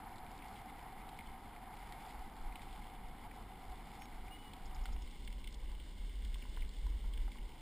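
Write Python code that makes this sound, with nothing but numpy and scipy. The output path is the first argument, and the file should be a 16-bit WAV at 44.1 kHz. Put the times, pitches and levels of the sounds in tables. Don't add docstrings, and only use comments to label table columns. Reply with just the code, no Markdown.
import sys
import numpy as np
from scipy import signal
from scipy.fft import rfft, irfft, next_fast_len
from scipy.io import wavfile
from scipy.ndimage import uniform_filter1d

SR = 44100
rng = np.random.default_rng(int(sys.argv[2]) if len(sys.argv) > 2 else 0)


def magnitude_from_level(level_db):
    exponent = np.asarray(level_db, float) / 20
    return 10 ** exponent


def wrap_up_sound(samples):
    columns = np.atleast_2d(samples).T
    tamed = np.clip(columns, -1, 1)
    steps = np.round(tamed * 32767).astype(np.int16)
    wavfile.write(sys.argv[1], SR, steps)


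N = 335595

# t/s, head tilt/0-1, gravel coarseness level/dB
RIDE = [(0, 0.03, -0.5), (0.6, 0.07, 1.5), (1.6, 0.1, -1), (2.07, 0, 4.5), (2.3, 0.14, 0), (2.8, 0.16, 1),
        (3.2, 0.2, -2), (3.94, 0.17, 1), (4.38, 0.3, 0), (4.72, 0.19, 1), (5.1, 0.6, 1), (5.5, 0.67, -1.5),
        (6.0, 1, -1), (6.5, .97, 1.5), (6.77, 0.9, -0.5), (7.05, 0.82, 0.5), (7.4, 0.58, -1),
        (7.61, 0.44, 0.5)]
OPEN_AHEAD, OPEN_TILT = 0.33, 0.82
TIPS_AT_S = 4.5

# peak t/s, level/dB, length/s
GUSTS = [(0.25, -59, 0.49), (1.0, -56, 0.18), (1.303, -51, 0.13), (1.87, -55, 0.35), (2.21, -47.5, 0.2),
         (2.464, -42, 0.18), (2.75, -49, 0.35), (3.053, -49, 0.25), (3.265, -54, 0.14), (3.43, -52, 0.12),
         (3.706, -46.5, 0.12), (3.82, -55, 0.2), (4.203, -47.5, .24), (4.705, -44, 0.25),
         (4.814, -37.5, 0.086), (4.935, -38.5, 0.18), (5.05, -41.5, .12), (5.306, -44.5, 0.36),
         (5.465, -45.5, 0.13), (5.677, -43, 0.35), (5.85, -52, 0.065), (6.04, -42.5, 0.18),
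         (6.27, -40, 0.36), (6.507, -40, 0.065), (6.626, -37.5, .18), (6.856, -36, 0.2),
         (6.944, -37.5, 0.11), (7.078, -37.5, 0.16), (7.219, -35.5, .2), (7.427, -43.5, 0.15)]
CALM_DB, CALM_TILT_DB = -57.5, 9.5
# f/Hz, level/dB per Hz
BUFFET_AHEAD = [(4.7, -37), (8.0, -7), (27, 3.5), (44, -3.5), (52, -4.5), (62, -10.5), (78, -28),
                (92, -36.5), (130, -36), (170, -57), (290, -120)]
# f/Hz, level/dB per Hz
BUFFET_BELOW = [(8, -15), (22, -5), (32, -1.5), (40, 2.5), (52, -6), (66, -11), (80, -26.5), (130, -30)]
# f/Hz, level/dB per Hz
WASH = [(44, -37.5), (75, 0), (86, 0.5), (123, -3.5), (232, -1.5), (335, -6.5), (362, -8.5), (431, -9),
        (600, -15.5), (780, -34), (1320, -120)]
WASH_DB = -59.5
# f/Hz, level/dB per Hz
HUM_AHEAD = [(360, -52.5), (620, -21.5), (719, -4.5), (751, -1), (941, -8), (1140, -15), (1250, -15),
             (1750, -21), (2280, -30), (3850, -120)]
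# f/Hz, level/dB per Hz
HUM_BELOW = [(360, -24.5), (620, -4.5), (848, 2), (916, -2.5), (970, 2), (1120, -3.5), (1460, -15.5),
             (1600, -11.5), (1750, -15.5), (2280, -66.5), (3850, -120)]
HUM_DB, HUM_TILT_DB = -54, -17.5
HUM_LAG = 4.5

# f/Hz, level/dB per Hz
CRUNCH_AHEAD = [(1000, -32.5), (1700, -17), (1790, -4.5), (1970, 1), (2180, 3.5), (2320, -1), (2610, -10.5),
                (2880, -13), (3630, -14.5), (3950, -16.5), (4210, -16.5), (5260, -20.5), (6000, -27),
                (7800, -63), (13200, -120)]
# f/Hz, level/dB per Hz
CRUNCH_BELOW = [(650, -21.5), (1100, -14.5), (1210, -19), (1540, -8.5), (1720, -11), (1970, -5), (2140, 1),
                (2540, -14), (2930, -3.5), (3280, -7), (3550, -4), (3700, -10.5), (4650, -14), (5240, -14),
                (6000, -24.5), (7800, -72), (13200, -120)]
CRUNCH_DB = -64.5
# low f/Hz, high f/Hz
GRAIN_BANDS = [
    (900, 2260),
    (2500, 3900),
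    (3800, 5900),
]

# t/s, energy level/dB, centre f/Hz, spread/octaves
STONES = [(0.4225, -46.5, 2800, 0.26), (0.6815, -51, 2750, 0.33), (1.0896, -49, 3780, 0.28),
          (1.1888, -41, 3250, 0.35), (1.2069, -46, 3060, .35), (1.5624, -47.5, 3190, 0.44),
          (1.9231, -44, 3680, 0.44), (2.524, -47, 2700, .38), (2.5562, -42, 3270, 0.23),
          (3.3112, -45.5, 2330, 0.36), (4.0201, -42.5, 2940, 0.42), (4.2806, -48.5, 2470, .3),
          (4.5346, -45, 3120, 0.41), (4.8552, -41.5, 2440, 1.1), (4.864, -49, 3400, 0.51),
          (4.964, -49.5, 1690, 0.82), (5.0752, -51, 2470, 0.59), (5.2755, -41, 2450, 0.48),
          (5.3255, -48, 4030, 0.63), (5.4424, -45, 3200, 0.27), (5.4736, -40.5, 3120, .49),
          (5.7993, -48, 3140, .35), (6.2482, -47, 3540, 0.35), (6.343, -42.5, 3150, 0.37),
          (6.423, -46, 2400, .24), (6.5729, -48, 1510, .35), (6.621, -43.5, 2270, 0.21),
          (7.136, -45.5, 3160, 0.35), (7.1759, -45.5, 2660, 0.58), (7.3181, -47, 3280, 0.66)]
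# t/s, energy
# level/dB, centre f/Hz
PEBBLES = [(0.158, -55, 4720), (0.182, -52, 3810), (0.264, -52, 3210), (0.314, -59, 5310),
           (0.378, -56, 4550), (0.39, -52, 3350), (0.483, -55, 4360), (0.792, -50, 3300),
           (1.015, -49, 3200), (1.272, -51.5, 3560), (1.77, -50, 3220), (2.365, -54.5, 3830),
           (2.619, -48.5, 3560), (2.686, -54, 3490), (2.727, -51.5, 3750), (3.719, -55, 3810),
           (4.055, -50, 3470), (4.712, -51, 2350), (4.76, -53, 3630), (5.223, -58, 4110),
           (5.249, -55, 4710), (5.525, -52.5, 4900), (5.543, -50, 4660), (6.093, -51, 2840),
           (6.356, -54, 1850), (6.564, -50, 3550), (6.608, -51, 3350), (6.692, -50.5, 3960),
           (7.279, -53, 1540), (7.385, -49, 2220)]
PEBBLE_SPREAD, RATTLE_T60 = 0.28, 0.025

# t/s, f/Hz, level/dB
WHISTLES = [
    [(3.988, 4900, -84), (3.996, 5150, -74), (4.006, 5600, -74), (4.02, 5500, -72), (4.047, 5500, -74),
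     (4.07, 5420, -86)],
    [(4.295, 2760, -72), (4.326, 2880, -58), (4.358, 2930, -63), (4.372, 2945, -71), (4.395, 2965, -66),
     (4.442, 2950, -72), (4.456, 2945, -62), (4.49, 2890, -70), (4.54, 2830, -80)],
]
CHIP_START_S, CHIP_EVERY_S, CHIP_S, CHIP_DB = 4.656, 0.0907, 0.022, -55.5
CHIP_LOW_HZ, CHIP_TOP_HZ = 4350, 5450

# t/s, peak level/dB, f/Hz
KNOCKS = [(4.8555, -45.5, 1420), (4.8565, -56, 900), (4.888, -49.5, 855), (4.963, -55, 1000),
          (6.356, -54.5, 1030), (6.453, -53.5, 980), (6.572, -49, 985), (6.866, -52.5, 980),
          (7.043, -55, 920), (7.28, -52.5, 830), (7.356, -54, 1030)]
KNOCK_CYCLES = 20.3

# f/Hz, level/dB per Hz
HISS = [(35, -37), (60, 2), (109, -6), (231, -2), (962, -15), (1780, -11.5), (2200, -12), (4490, -13.5),
        (5340, -17.5), (6000, -30), (7800, -68), (13200, -120)]
HISS_DB = -77.5
WHINE_HZ, WHINE_DB = 4376, -91
# f/Hz, level/dB
EDGE = [(15250, 0.5), (15350, -30), (15900, -38), (16000, -60)]


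def evened(x):
    return x / np.sqrt(np.mean(x ** 2, axis=-1, keepdims=True) + 1e-20)


def read(points, hz):
    f, db = np.transpose(points)
    octave, ends = np.log2(hz + 1), np.log2(f + 1)
    outside = np.maximum(ends[0] - octave, 0) + np.maximum(octave - ends[-1], 0)
    return np.interp(octave, ends, db) - 40 * outside


def along(rows):
    s, *columns = np.transpose(rows)
    return [np.interp(np.arange(N) / SR, s, c) for c in columns]


def causal(db):
    cepstrum = irfft(np.log(magnitude_from_level(np.maximum(db - db.max(), -90))))
    half = len(cepstrum) // 2
    cepstrum[1:half] *= 2
    cepstrum[half + 1:] = 0
    return irfft(np.exp(rfft(cepstrum)))[:half]


def coloured(x, points, size=8192):
    taps = causal(read(points, np.fft.rfftfreq(size, 1 / SR)))
    return evened(signal.oaconvolve(x, taps)[:N])


def turned(x, ahead, below, lag, size=8192):
    tilt = along(RIDE)[0]
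    share = np.clip(OPEN_AHEAD + OPEN_TILT * tilt, 0, 1) ** lag
    return (1 - share) * coloured(x, ahead, size) + share * coloured(x, below, size)


def smoothed(x, span):
    return uniform_filter1d(uniform_filter1d(x, span), span)


def drift(seconds):
    return evened(smoothed(rng.standard_normal(N), max(round(seconds * SR), 2)))


def add(mix, s, sound):
    part = mix[round(s * SR):][:len(sound)]
    part += sound[:len(part)]


def gusts():
    power = magnitude_from_level(2 * (CALM_DB + CALM_TILT_DB * along(RIDE)[0]))
    for s, db, length in GUSTS:
        add(power, s - length / 2, magnitude_from_level(2 * db) * np.hanning(round(length * SR)))
    return np.sqrt(power)


def buffeting():
    noise = rng.standard_normal(N)
    eddies = evened(turned(noise, BUFFET_AHEAD, BUFFET_BELOW, lag=1.0, size=32768))
    swing = np.sqrt(smoothed(eddies ** 2, 1500) + 0.05)
    steady = evened(eddies / swing ** 0.9)
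    low_pass = signal.butter(3, 85, fs=SR, output="sos")
    return signal.sosfiltfilt(low_pass, gusts() * steady)


def wind():
    tilt = along(RIDE)[0]
    wash_db = WASH_DB - 1.7 * tilt + 0.11 * drift(0.028)
    wash = magnitude_from_level(wash_db) * coloured(rng.standard_normal(N), WASH)
    hum_db = HUM_DB + HUM_TILT_DB * tilt + 0.9 * drift(0.016)
    hum = magnitude_from_level(hum_db) * turned(rng.standard_normal(N), HUM_AHEAD, HUM_BELOW, HUM_LAG)
    return buffeting() + wash + hum


def grit(per_s, spread_db, t60):
    struck = rng.random(N) < per_s / SR
    sizes = magnitude_from_level(spread_db * np.minimum(rng.exponential(1, N), 2.7)) * struck
    decay = magnitude_from_level(-60 * np.arange(1500) / SR / t60)
    return evened(signal.oaconvolve(sizes, decay)[:N] * rng.standard_normal(N))


def tyres():
    shared_db = 1.02 * drift(0.03)
    drive = np.zeros(N)
    for edges in GRAIN_BANDS:
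        band = signal.butter(2, edges, "bandpass", fs=SR, output="sos")
        rolling_db = shared_db + 0.5 * drift(0.046) + 0.82 * drift(0.24)
        rolling = magnitude_from_level(rolling_db) * rng.standard_normal(N)
        snaps = magnitude_from_level(-5 + 1.05 * shared_db) * grit(per_s=160, spread_db=4.7, t60=0.0097)
        drive += signal.sosfilt(band, rolling + snaps)
    coarseness_db = along(RIDE)[1]
    return magnitude_from_level(CRUNCH_DB + coarseness_db) * turned(drive, CRUNCH_AHEAD, CRUNCH_BELOW, lag=1.08)


def stones():
    out = np.zeros(N)
    hz, t = np.fft.rfftfreq(2048, 1 / SR), np.arange(2048) / SR
    rows = list(STONES) + [(*row, PEBBLE_SPREAD) for row in PEBBLES]
    for s, db, centre_hz, spread in rows:
        rattle = rng.standard_normal(2048) * magnitude_from_level(-60 * t / RATTLE_T60)
        rattle[0] += 4
        bell_db = -2.5 * (np.log2((hz + 1) / centre_hz) / max(spread, 0.1)) ** 2
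        case = CRUNCH_BELOW if s > TIPS_AT_S else CRUNCH_AHEAD
        tick = signal.fftconvolve(rattle, causal(1.11 * read(case, hz) + bell_db))
        add(out, s, magnitude_from_level(db + 14) * tick / np.linalg.norm(tick))
    return out


def whistle(rows):
    s, hz, db = np.transpose(rows)
    t = np.arange(s[0], s[-1], 1 / SR)
    tone = np.sqrt(2) * np.sin(2 * np.pi * np.cumsum(np.interp(t, s, hz)) / SR)
    return magnitude_from_level(np.interp(t, s, db)) * tone * signal.windows.tukey(len(t), 0.15)


def chip():
    u = np.arange(0, 1, 1 / (SR * CHIP_S))
    hz = CHIP_LOW_HZ + (CHIP_TOP_HZ - CHIP_LOW_HZ) * np.sin(1.3 * np.pi * u)
    swell = magnitude_from_level(CHIP_DB - 5 - 18 * u) * signal.windows.tukey(len(u), 0.3)
    hoarseness = 1 + 0.6 * evened(uniform_filter1d(rng.standard_normal(len(u)), 40))
    return swell * hoarseness * np.sin(2 * np.pi * np.cumsum(hz) / SR)


def bird():
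    out = np.zeros(N)
    for rows in WHISTLES:
        add(out, rows[0][0], whistle(rows))
    for s in CHIP_START_S + CHIP_EVERY_S * np.arange(5):
        add(out, s - 0.002, chip())
    echoes = rng.standard_normal(3000) * magnitude_from_level(-60 * np.arange(3000) / SR / 0.16)
    return out + magnitude_from_level(-11) * signal.oaconvolve(out, echoes / np.linalg.norm(echoes))[:N]


def knocks():
    out, t = np.zeros(N), np.arange(4096) / SR
    for s, db, hz in KNOCKS:
        ring = np.sin(2 * np.pi * hz * t) + 0.36 * np.sin(2 * np.pi * 1.475 * hz * t)
        onset = 1 - np.exp(-t / 0.00032)
        add(out, s, magnitude_from_level(db + 5.5 - 60 * t * hz / KNOCK_CYCLES) * ring * onset)
    return out


def scene():
    mono = wind() + tyres() + stones() + bird() + knocks()
    return np.array([mono, mono])


def held_fourfold(wired):
    blocks = next_fast_len(N // 147 + 1)
    hz = np.fft.rfftfreq(147 * blocks, 1 / SR)
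    lifted = rfft(wired, 147 * blocks) / np.sinc(np.minimum(hz, 6000) / 12000)
    slow = irfft(lifted[:, :20 * blocks + 1])
    held = rfft(np.repeat(slow, 4, axis=1))[:, :len(hz)] / 4
    edge_db = np.interp(hz, *np.transpose(EDGE))
    return irfft(held * magnitude_from_level(edge_db), 147 * blocks)[:, :N]


def top_cut(x):
    return signal.sosfilt(signal.butter(12, 15890, fs=SR, output="sos"), x)


def record(dry):
    hiss = magnitude_from_level(HISS_DB) * coloured(rng.standard_normal(N), HISS)
    whine = magnitude_from_level(WHINE_DB) * np.sin(2 * np.pi * WHINE_HZ * np.arange(N) / SR)
    wired = dry + whine + hiss * np.array([[1], [-1]])
    return top_cut(held_fourfold(wired))


dry = scene()
out = record(dry)
wrap_up_sound(out)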